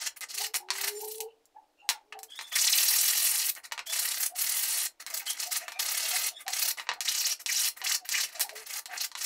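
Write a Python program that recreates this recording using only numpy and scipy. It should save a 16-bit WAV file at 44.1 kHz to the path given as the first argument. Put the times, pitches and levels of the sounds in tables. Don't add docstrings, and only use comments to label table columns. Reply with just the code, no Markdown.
import sys
import numpy as np
from scipy import signal
from scipy.fft import rfft, irfft
from scipy.io import wavfile
from scipy.ndimage import uniform_filter1d

SR = 44100
rng = np.random.default_rng(int(sys.argv[2]) if len(sys.argv) > 2 else 0)


def to_wav(sig):
    pcm = np.clip(np.atleast_2d(sig), -1, 1) * 32767
    pcm = np.round(pcm).astype(np.int16)
    wavfile.write(sys.argv[1], SR, pcm.T)


N = 407925
TIME_S = np.arange(N) / SR

# start_s, end_s, attack_s, bite_rate_hz, rate_rise_hz, level_db, swell_db,
# middle_re_level_db, hiss_re_level_db
BLADE_STROKES = [(0.001, 0.078, 0.069, 18.4, 1, -27.5, -9.5, -7.5, -7),
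                 (0.159, 0.181, 0.0034, 27, 2, -53.5, -6, 3, 4),
                 (0.208, 0.244, 0.0034, 53, -9, -38.5, 5, 0, -2.5),
                 (0.286, 0.471, 0.13, 29, 19, -30.5, -4.5, -10.5, -3),
                 (0.536, 0.573, 0.0017, 27.8, 6, -29.5, 18, -7.5, -1),
                 (0.727, 0.903, 0.09, 33.5, -24.5, -31.5, -9.5, -5, -1.5),
                 (0.903, 1.007, 0.003, 45, 0, -52.5, -4, -7, 1),
                 (0.999, 1.187, 0.003, 29, -1, -49, -1.5, -18.5, 6),
                 (1.203, 1.213, 0.0018, 42, 0, -34, -15, -28, 4.5),
                 (2.123, 2.132, 0.0014, 42, 1, -47.5, -7.5, 12, -7),
                 (2.292, 2.512, 0.16, 16.7, -10.5, -51, -17.5, -5, 0.5),
                 (2.515, 2.552, 0.0029, 34, 2, -42, 5, -1.5, -1),
                 (2.55, 3.503, 0.0047, 41, 13, -28, -2.5, -12, 0.5),
                 (3.556, 3.604, 0.007, 22, -7, -55, 2, 6.5, 0),
                 (3.63, 3.663, 0.0097, 11, 0.0, -46.5, -5, -4, -0.5),
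                 (3.858, 4.269, 0.076, 33, 2.5, -33.5, -4.5, -9, 1.5),
                 (4.348, 4.872, 0.031, 45.5, 26, -32.5, 1.5, -9, 2.5),
                 (4.993, 5.028, 0.0077, 34, -9, -48.5, 5.5, 1, 1.5),
                 (5.065, 5.135, 0.0034, 33, 4, -47, 3, 0, -3),
                 (5.136, 5.209, 0.0037, 35, -4, -37, -9, -7.5, 2.5),
                 (5.202, 5.251, 0.004, 24, 2, -49.5, 2, 0.5, -9),
                 (5.254, 5.336, 0.03, 27.3, 4, -32.5, -10, -12, -2),
                 (5.337, 5.392, 0.0036, 36, 0, -45, 1, -2, -5),
                 (5.385, 5.499, 0.031, 28.6, 2, -35, -23, -9, -1),
                 (5.502, 5.592, 0.029, 21.7, 0, -32.5, -9, -9, -1.5),
                 (5.593, 5.785, 0.0034, 13.8, 1, -56.5, -18.5, 2.5, -3),
                 (5.788, 6.292, 0.0062, 36.6, 8.5, -32, 0.5, -8, -2),
                 (6.347, 6.428, 0.089, 22.4, -5, -52, 11, 0.5, 0.5),
                 (6.493, 6.718, 0.039, 33.3, 0, -31.5, 2, -9.5, -2.5),
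                 (6.771, 6.87, 0.0027, 54, -14, -51.5, -28, 4.5, -2.5),
                 (7.009, 7.042, 0.003, 40, -4, -40.5, -13, -7, -7),
                 (7.043, 7.336, 0.012, 33.2, 6, -32, 0.5, -13, -6.5),
                 (7.389, 7.422, 0.017, 38, 0.5, -43.5, 2, -4.5, -1.5),
                 (7.462, 7.69, 0.029, 43, 15, -30.5, 7, -13, -2.5),
                 (7.758, 7.811, 0.014, 24, -4, -50, -4, 3.5, 1.5),
                 (7.835, 7.968, 0.0053, 39, 5, -31.5, 4.5, -10.5, -4),
                 (8.045, 8.085, 0.003, 31.6, -3.5, -46, -5, -4.5, -3),
                 (8.087, 8.257, 0.028, 35.6, -2, -32, 1.5, -10.5, -6.5),
                 (8.273, 8.391, 0.0027, 28, 4, -49, 8, -3.5, -4),
                 (8.396, 8.436, 0.004, 25, -11, -30.5, 1, -7.5, 2),
                 (8.44, 8.553, 0.006, 47, 0, -57, 3, 0, -3),
                 (8.551, 8.656, 0.004, 55, -3, -47, -17, 0.5, -1),
                 (8.651, 8.798, 0.026, 31.2, 13, -37.5, 9, -7.5, -4),
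                 (8.886, 8.982, 0.015, 41, -21, -49.5, 5, 9.5, -2),
                 (8.969, 9.07, 0.056, 30.6, -7, -29.5, -11.5, -12.5, -8.5),
                 (9.168, 9.264, 0.0026, 30.4, 5, -36, 13, -9, -3.0)]
# freq_hz, density_db
RASP_SPECTRUM = [(59, -70.5), (100, -39.5), (477, -19.5), (742, -11), (898, -10), (1040, -18), (1160, -8.5),
                 (1550, -6), (1920, -2.5), (3690, -8), (4280, -4), (4660, -4), (5510, -3.5), (12600, -10),
                 (15500, -13)]
# start_s, end_s, level_re_stroke_db
GRAIN_DIGS = [(2.554, 2.95, -17), (7.034, 7.332, -16), (7.51, 7.69, -16), (7.846, 7.956, -3),
              (8.111, 8.244, -4.5)]
# centre_s, level_db, pitch_hz, glide_oct_per_s
TOOTH_CATCHES = [(2.566, -27, 2108, -11), (2.597, -29, 4930, 78), (2.623, -26, 6630, -65),
                 (2.65, -25, 5200, 91.5), (2.677, -21.5, 5000, -95), (2.731, -20.5, 4880, -91.5),
                 (2.783, -23, 4930, -100), (2.883, -26, 5590, -30), (2.933, -28, 5470, -40),
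                 (7.087, -24.5, 4120, 70.5), (7.202, -28.5, 5580, -7), (7.256, -25, 5500, 38.5),
                 (7.315, -29, 5470, 5), (7.497, -29, 2200, -21), (7.52, -28, 6220, 32.5),
                 (7.566, -26.5, 5800, 27), (7.607, -28.5, 5520, 38.5), (7.867, -28.5, 2890, 123),
                 (7.92, -27.5, 3600, 146), (8.15, -26, 2318, 21), (8.183, -31.5, 2000, -30.5),
                 (8.209, -34, 3830, 140)]
# time_s, level_db, middle_rel_db, top_rel_db
BENCH_KNOCKS = [(0.207, -24, -35, -2), (0.541, -11, -16, -8), (0.686, -42.5, 10, -6), (0.703, 1, -22, -43),
                (0.752, -25, -6, -16), (1.203, -22, -45, 1.5), (1.454, -49, -39, 5), (1.889, 3, -24, -26),
                (1.898, -9, -24, -7.5), (1.905, -23.5, 0.5, -22), (2.123, -32, -7, -18),
                (2.189, -29, -18, -6), (2.23, -29, -13, 3), (2.389, -15.5, -11.5, -42),
                (2.41, -18, -15, -21), (3.55, -28.5, -20, -1), (3.712, -35.5, -1, -26),
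                (3.72, -10, -13.5, -20), (3.777, -16, -11.5, -33), (3.791, -15, -10, -26),
                (5.063, -14.5, -22, -14.5), (5.101, -25, -20, -4), (5.68, -24, -1, -7),
                (5.719, -18.5, -14, -17), (6.464, -25.5, -8.5, -30), (6.479, -10, -14.5, -15),
                (6.796, -17.5, -10, -25), (6.868, -33.5, -1, -33), (6.889, -10, -6, -59),
                (6.914, -23.5, 2.5, -41), (6.935, -22.5, -17, -15), (7.005, -2, -36, -23),
                (7.021, -19, -28, -19), (7.46, -2.5, -34, -29), (7.815, -17.5, -10.5, -29),
                (8.089, -7.5, -30, -12), (8.395, -24.5, -4, 6), (8.492, -22.5, -8, -11),
                (8.856, -14.5, -22, -18), (9.115, -21, -18.5, -22), (9.151, -14, -13.5, -28)]
# freq_hz, gain_db
KNOCK_SPECTRUM = [(60, -33), (250, -30.5), (500, -14.5), (900, -3), (1300, -4.5), (1950, -1), (3000, -4.5),
                  (4200, -2.5), (8000, -6), (15500, -12.5)]
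# freq_hz, level_db, t60_s
WORK_MODES = [(913, -47, .2), (1175, -51, .17), (2050, -49, .11), (2927, -50, .12), (3980, -52, .12),
              (4097, -51, .13), (4194, -46, .15), (4373, -50, .12), (5153, -51, .1), (5608, -51, .11),
              (5729, -53, .1), (6077, -50, .1), (6758, -49.5, .1)]
# centre_s, pitch_hz, level_db
BLOCK_SQUEAKS = [(.965, 1820, -50), (1.85, 1650, -78.5), (2.39, 1730, -58), (6.365, 1820, -61)]
# start_s, end_s, start_pitch_hz, level_db
FAR_HOWLS = [(0.273, 0.549, 399, -65), (0.601, 1.348, 359.4, -48), (2.037, 2.303, 405, -61.5),
             (8.43, 8.653, 403, -61.5)]
# centre_s, pitch_hz, level_db
ANIMAL_YAPS = [(.42, 817, -49.5), (.62, 806, -53.5), (.85, 822, -56), (1.025, 813, -50), (1.22, 819, -51.5),
               (1.575, 804, -55.5), (1.85, 847, -57), (2.17, 788, -51.5), (1.96, 866, -55.5),
               (3.9, 684, -57.5), (4.33, 708, -53), (5.13, 659, -59.5), (5.24, 802, -61.5),
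               (5.48, 690, -52.5), (5.63, 680, -55), (5.78, 767, -53.5), (5.87, 650, -62), (6.04, 676, -55),
               (6.14, 761, -49.5), (6.33, 692, -62), (6.48, 763, -47), (6.65, 662, -56.5), (6.98, 750, -57),
               (7.31, 668, -66), (7.84, 780, -52), (8.03, 740, -60.5), (8.37, 680, -53), (8.45, 810, -52.5),
               (8.53, 640, -55.5), (8.91, 747, -51.5)]
# centre_s, pitch_hz, level_db
BIRD_CHIRPS = [(1.29, 1450, -78), (1.8, 1390, -74.5), (2.32, 1670, -61), (2.37, 1780, -62),
               (2.45, 1770, -64), (2.54, 1684, -53), (3.89, 1690, -54), (5.29, 1630, -52),
               (5.67, 1340, -64), (5.75, 1235, -60), (6.365, 1724, -62.5)]
# harmonic, gain_db
SQUEAK_PARTIALS = [(3, -2), (4, 3), (5, 3.5)]
HOWL_PARTIALS = [(1, 4.5), (2, -16.5)]
YAP_PARTIALS = [(1, 6.5), (2, -19.5)]
CHIRP_PARTIALS = [(1, -1), (2, 13.5), (3, -0.5), (4, -7.5), (5, -4)]
# freq_hz, density_db
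AIR_SPECTRUM = [(25, -8.5), (200, -21), (305, 0.5), (365, -8), (650, -3.5), (1500, -12.5), (4000, -13.5),
                (15500, -23.5)]


def rasping(room, other_room):
    lead_turns, trim_db = (0.11, 0.1, 0.044), (-1.38, -2, 0.5)
    uneven_db, ring_band_hz = 1.33, (4500, 7800)
    gain, turns, swing_db, middle_db, hiss_db = stroke_controls()
    gain *= from_db(uneven_db * drift(rate_hz=60))
    grains = [grit(coloured(fibres(), RASP_SPECTRUM)) for _ in range(3)]
    chatter = [from_db(-swing_db * np.cos(2 * np.pi * (turns + lead))) for lead in lead_turns]
    digging = sum(from_db(db) * ((TIME_S > start_s) & (TIME_S < end_s)) for start_s, end_s, db in GRAIN_DIGS)
    ringing = digging * unit_rms(band(grains[0], ring_band_hz, "band", order=4))
    out = (catches() + ringing * chatter[1] * gain) / np.linalg.norm(room)
    layers = registers(*grains, order=4)
    for layer, colour_db, pulses, db in zip(layers, (middle_db, 0, hiss_db), chatter, trim_db):
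        room_rms = np.std(signal.oaconvolve(layer, room)[:N])
        out += layer / room_rms * pulses * gain * from_db(colour_db + db)
    moved = np.clip(0.5 + 0.5 * drift(rate_hz=4), 0, 1)
    return (signal.oaconvolve(out * (1 - moved), room) + signal.oaconvolve(out * moved, other_room))[:N]


def stroke_controls():
    entry_db, arch_db, brighten_db = -17, 1.5, 3.5
    touch_s, lift_s = 0.00081, 0.0017
    chatter_db, skim_above_hz, skim_db_per_hz = 6, 28.3, 0.2482
    gain, turns, swing_db, middle_db, hiss_db = np.zeros((5, N))
    for start_s, end_s, attack_s, rate_hz, rise_hz, db, swell_db, woody_db, toothy_db in BLADE_STROKES:
        span = (TIME_S > start_s) & (TIME_S < end_s)
        t, length_s = TIME_S[span] - start_s, end_s - start_s
        along = t / length_s - 0.5
        pressure_db = db + swell_db * along - arch_db * (2 * along) ** 2
        pressure_db += entry_db * np.clip(1 - t / attack_s, 0, 1)
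        contact = np.clip(t / touch_s, 0, 1) * np.clip((length_s - t) / lift_s, 0, 1)
        gain[span] += from_db(pressure_db) * contact
        bite_hz = rate_hz + rise_hz * along
        turns[span] = np.cumsum(bite_hz) / SR
        swing_db[span] = chatter_db - skim_db_per_hz * np.maximum(bite_hz - skim_above_hz, 0)
        middle_db[span], hiss_db[span] = woody_db, toothy_db + brighten_db * along
    return gain, turns, swing_db, middle_db, hiss_db


def fibres(snaps_per_s=9000, spread_db=2.5, rub_gain=0.46):
    sizes = from_db(spread_db * np.minimum(rng.exponential(1, N), 4)) * rng.choice([-1, 1], N)
    snaps = sizes * (rng.random(N) < snaps_per_s / SR)
    return unit_rms(snaps) + rub_gain * rng.standard_normal(N)


def grit(x, depth_db=6, flicker_hz=150.1):
    edges_hz = 1400 * np.sqrt(2) ** np.arange(7)
    below = [signal.sosfiltfilt(signal.butter(3, hz, fs=SR, output="sos"), x) for hz in edges_hz]
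    shares = np.array([from_db(depth_db * drift(flicker_hz)) for _ in edges_hz])
    shares /= np.sqrt(np.mean(shares ** 2, axis=0))
    return below[0] + np.sum(shares * np.diff([*below, x], axis=0), axis=0)


def catches(half_length_s=0.01, blur_hz=422):
    out, t = np.zeros(N), np.arange(-SR // 50, SR // 50) / SR
    for centre_s, db, hz, glide_oct_per_s in TOOTH_CATCHES:
        pitch_hz = np.clip(hz * 2 ** (glide_oct_per_s * t), 1500, 9000)
        pitch_hz += blur_hz * low_noise(len(t), cutoff_hz=900)
        tone = np.sqrt(2) * np.sin(2 * np.pi * np.cumsum(pitch_hz) / SR)
        at = int((centre_s + t[0]) * SR)
        out[at:at + len(t)] += from_db(db) * tone * np.exp(-(t / half_length_s) ** 2)
    return band(out, 1300, "high", order=4)


def knocks(room, lift_db=3.5, middle_lift_db=20, top_lift_db=17.5, skid_s=0.0037):
    clicks = np.zeros((3, N))
    for time_s, db, middle_db, top_db in BENCH_KNOCKS:
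        levels_db = [db + middle_db + middle_lift_db, db, db + top_db + top_lift_db]
        clicks[:, int((time_s + 0.0015) * SR)] = from_db(levels_db)
    pole = np.exp(-1 / (skid_s * SR))
    skid_power = signal.lfilter([1 - pole], [1, -pole], clicks ** 2 + 1e-18)
    skids = np.sqrt(skid_power) * rng.standard_normal(N)
    middle, bite, top = registers(*(clicks + skids), order=2)
    return from_db(lift_db) * signal.oaconvolve(coloured(middle - bite + top, KNOCK_SPECTRUM), room)[:N]


def workshop(wet_db=-3, low_t60_s=0.27, high_t60_s=0.12, split_hz=420, build_s=0.00094):
    t = TIME_S[:SR // 2]
    noise = rng.standard_normal(len(t))
    low = band(noise, split_hz, "low", order=1)
    tail = low * from_db(-60 * t / low_t60_s) + (noise - low) * from_db(-60 * t / high_t60_s)
    tail *= 1 - np.exp(-t / build_s)
    response = from_db(wet_db) * tail / np.linalg.norm(tail)
    for hz, db, t60_s in WORK_MODES:
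        response += from_db(db - 60 * t / t60_s) * np.cos(2 * np.pi * hz * t)
    response[0] += 1
    return response


def short_tones(events, partials, length_s, arch, waver, hoarse_db=3, hoarse_hz=45):
    out, along = np.zeros(N + SR), np.linspace(-1, 1, int(length_s * SR))
    envelope = np.cos(np.pi * along / 2) ** 2
    for centre_s, hz, db in events:
        at = max(int((centre_s - length_s / 2) * SR), 0)
        flutter = unit_rms(from_db(hoarse_db * low_noise(len(along), hoarse_hz)))
        tone = voice(hz * (1 - arch * along ** 2), partials, waver)
        out[at:at + len(along)] += from_db(db) * flutter * envelope * tone
    return out


def howls():
    attack_share, release_share, edge_db = 0.48, 0.11, -23
    first_second_climb_hz, fading_db = 121.4, 2.5
    dip_at_s, dip_half_s = 1.011, 0.0095
    out = np.zeros(N)
    for start_s, end_s, hz, db in FAR_HOWLS:
        span = (TIME_S > start_s) & (TIME_S < end_s)
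        t = TIME_S[span] - start_s
        along = t / (end_s - start_s)
        held = np.minimum(np.minimum(along / attack_share, (1 - along) / release_share), 1)
        tone = voice(hz + first_second_climb_hz * t ** 0.75, HOWL_PARTIALS, waver=0.018)
        out[span] += from_db(db + edge_db * (1 - held)) * tone
    out *= from_db(fading_db * drift(rate_hz=22))
    dip = 1 - np.exp(-((TIME_S - dip_at_s) / dip_half_s) ** 2)
    return dip * echoes(out, wet_db=-16.5, t60_s=0.53)


def voice(pitch_hz, partials, waver):
    wobble = low_noise(len(pitch_hz), cutoff_hz=60)
    phase = 2 * np.pi * np.cumsum(pitch_hz * (1 + waver * wobble)) / SR
    return np.sqrt(2) * sum(from_db(db) * np.sin(harmonic * phase) for harmonic, db in partials)


def echoes(x, wet_db, t60_s):
    t = TIME_S[:SR // 2]
    response = rng.standard_normal(len(t)) * from_db(-60 * t / t60_s)
    response *= from_db(wet_db) / np.linalg.norm(response)
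    response[0] += 1
    return signal.oaconvolve(x, response / np.linalg.norm(response))[:N]


def still_air(level_db=-68):
    return from_db(level_db) * unit_rms(coloured(rng.standard_normal(N), AIR_SPECTRUM))


def from_db(db):
    return 10 ** (np.asarray(db) / 20)


def unit_rms(x):
    return x / np.sqrt(np.mean(x ** 2) + 1e-20)


def band(x, hz, kind, order=2):
    return signal.sosfilt(signal.butter(order, hz, kind, fs=SR, output="sos"), x + 1e-18)


def low_noise(samples, cutoff_hz):
    return unit_rms(band(rng.standard_normal(samples), cutoff_hz, "low"))


def drift(rate_hz):
    points = rng.standard_normal(int(rate_hz * N / SR) + 3)
    return unit_rms(np.interp(TIME_S * rate_hz, np.arange(len(points)), points))


def coloured(x, spectrum, taps=4096):
    hz, db = np.transpose(spectrum)
    grid_hz = np.maximum(np.fft.rfftfreq(taps, 1 / SR), 1)
    gain = from_db(np.interp(np.log(grid_hz), np.log(hz), db))
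    cepstrum = irfft(np.log(gain))
    cepstrum[1:taps // 2] *= 2
    cepstrum[taps // 2 + 1:] = 0
    return signal.oaconvolve(x, irfft(np.exp(rfft(cepstrum))))[:len(x)]


def registers(middle, bite, hiss, order, edges_hz=(2635, 8520)):
    return [band(middle, edges_hz[0], "low", order),
            band(bite, edges_hz, "band", order),
            band(hiss, edges_hz[1], "high", order)]


def noise_suppressor(x, threshold_db=-84, depth_db=-8, above_hz=150):
    hz, _, spectra = signal.stft(x, SR, nperseg=512)
    power = uniform_filter1d(np.abs(spectra) ** 2, size=7, axis=0)
    faint = 1 / (1 + np.abs(power) / from_db(threshold_db) ** 2)
    gain = from_db(depth_db * faint * (hz > above_hz)[:, None])
    return signal.istft(spectra * gain, SR)[1][:N]


def scene():
    room, other_room = workshop(), workshop()
    work = rasping(room, other_room) + knocks(room)
    squeaks = short_tones(BLOCK_SQUEAKS, SQUEAK_PARTIALS, length_s=0.079, arch=0.0063, waver=0.0096)
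    squeaks = echoes(squeaks, wet_db=2, t60_s=0.26)
    yaps = short_tones(ANIMAL_YAPS, YAP_PARTIALS, length_s=0.075, arch=0.13, waver=0.045)
    yaps = echoes(yaps, wet_db=2, t60_s=0.25)
    chirps = short_tones(BIRD_CHIRPS, CHIRP_PARTIALS, length_s=0.085, arch=0.04, waver=0.035)
    chirps = echoes(chirps, wet_db=5, t60_s=0.18)
    air = still_air()
    return (work + squeaks + howls() + yaps + chirps + air)[None]


def record(dry):
    knee, bass_edge_hz, cutoff_hz = 0.42, 500, 15650
    x = noise_suppressor(dry[0])[None]
    excess = x - x / (1 + (x / knee) ** 4) ** 0.25
    rounded = x - band(excess, bass_edge_hz, "high")
    return signal.sosfilt(signal.ellip(12, 0.1, 80, cutoff_hz, fs=SR, output="sos"), rounded)


dry = scene()
out = record(dry)
to_wav(out)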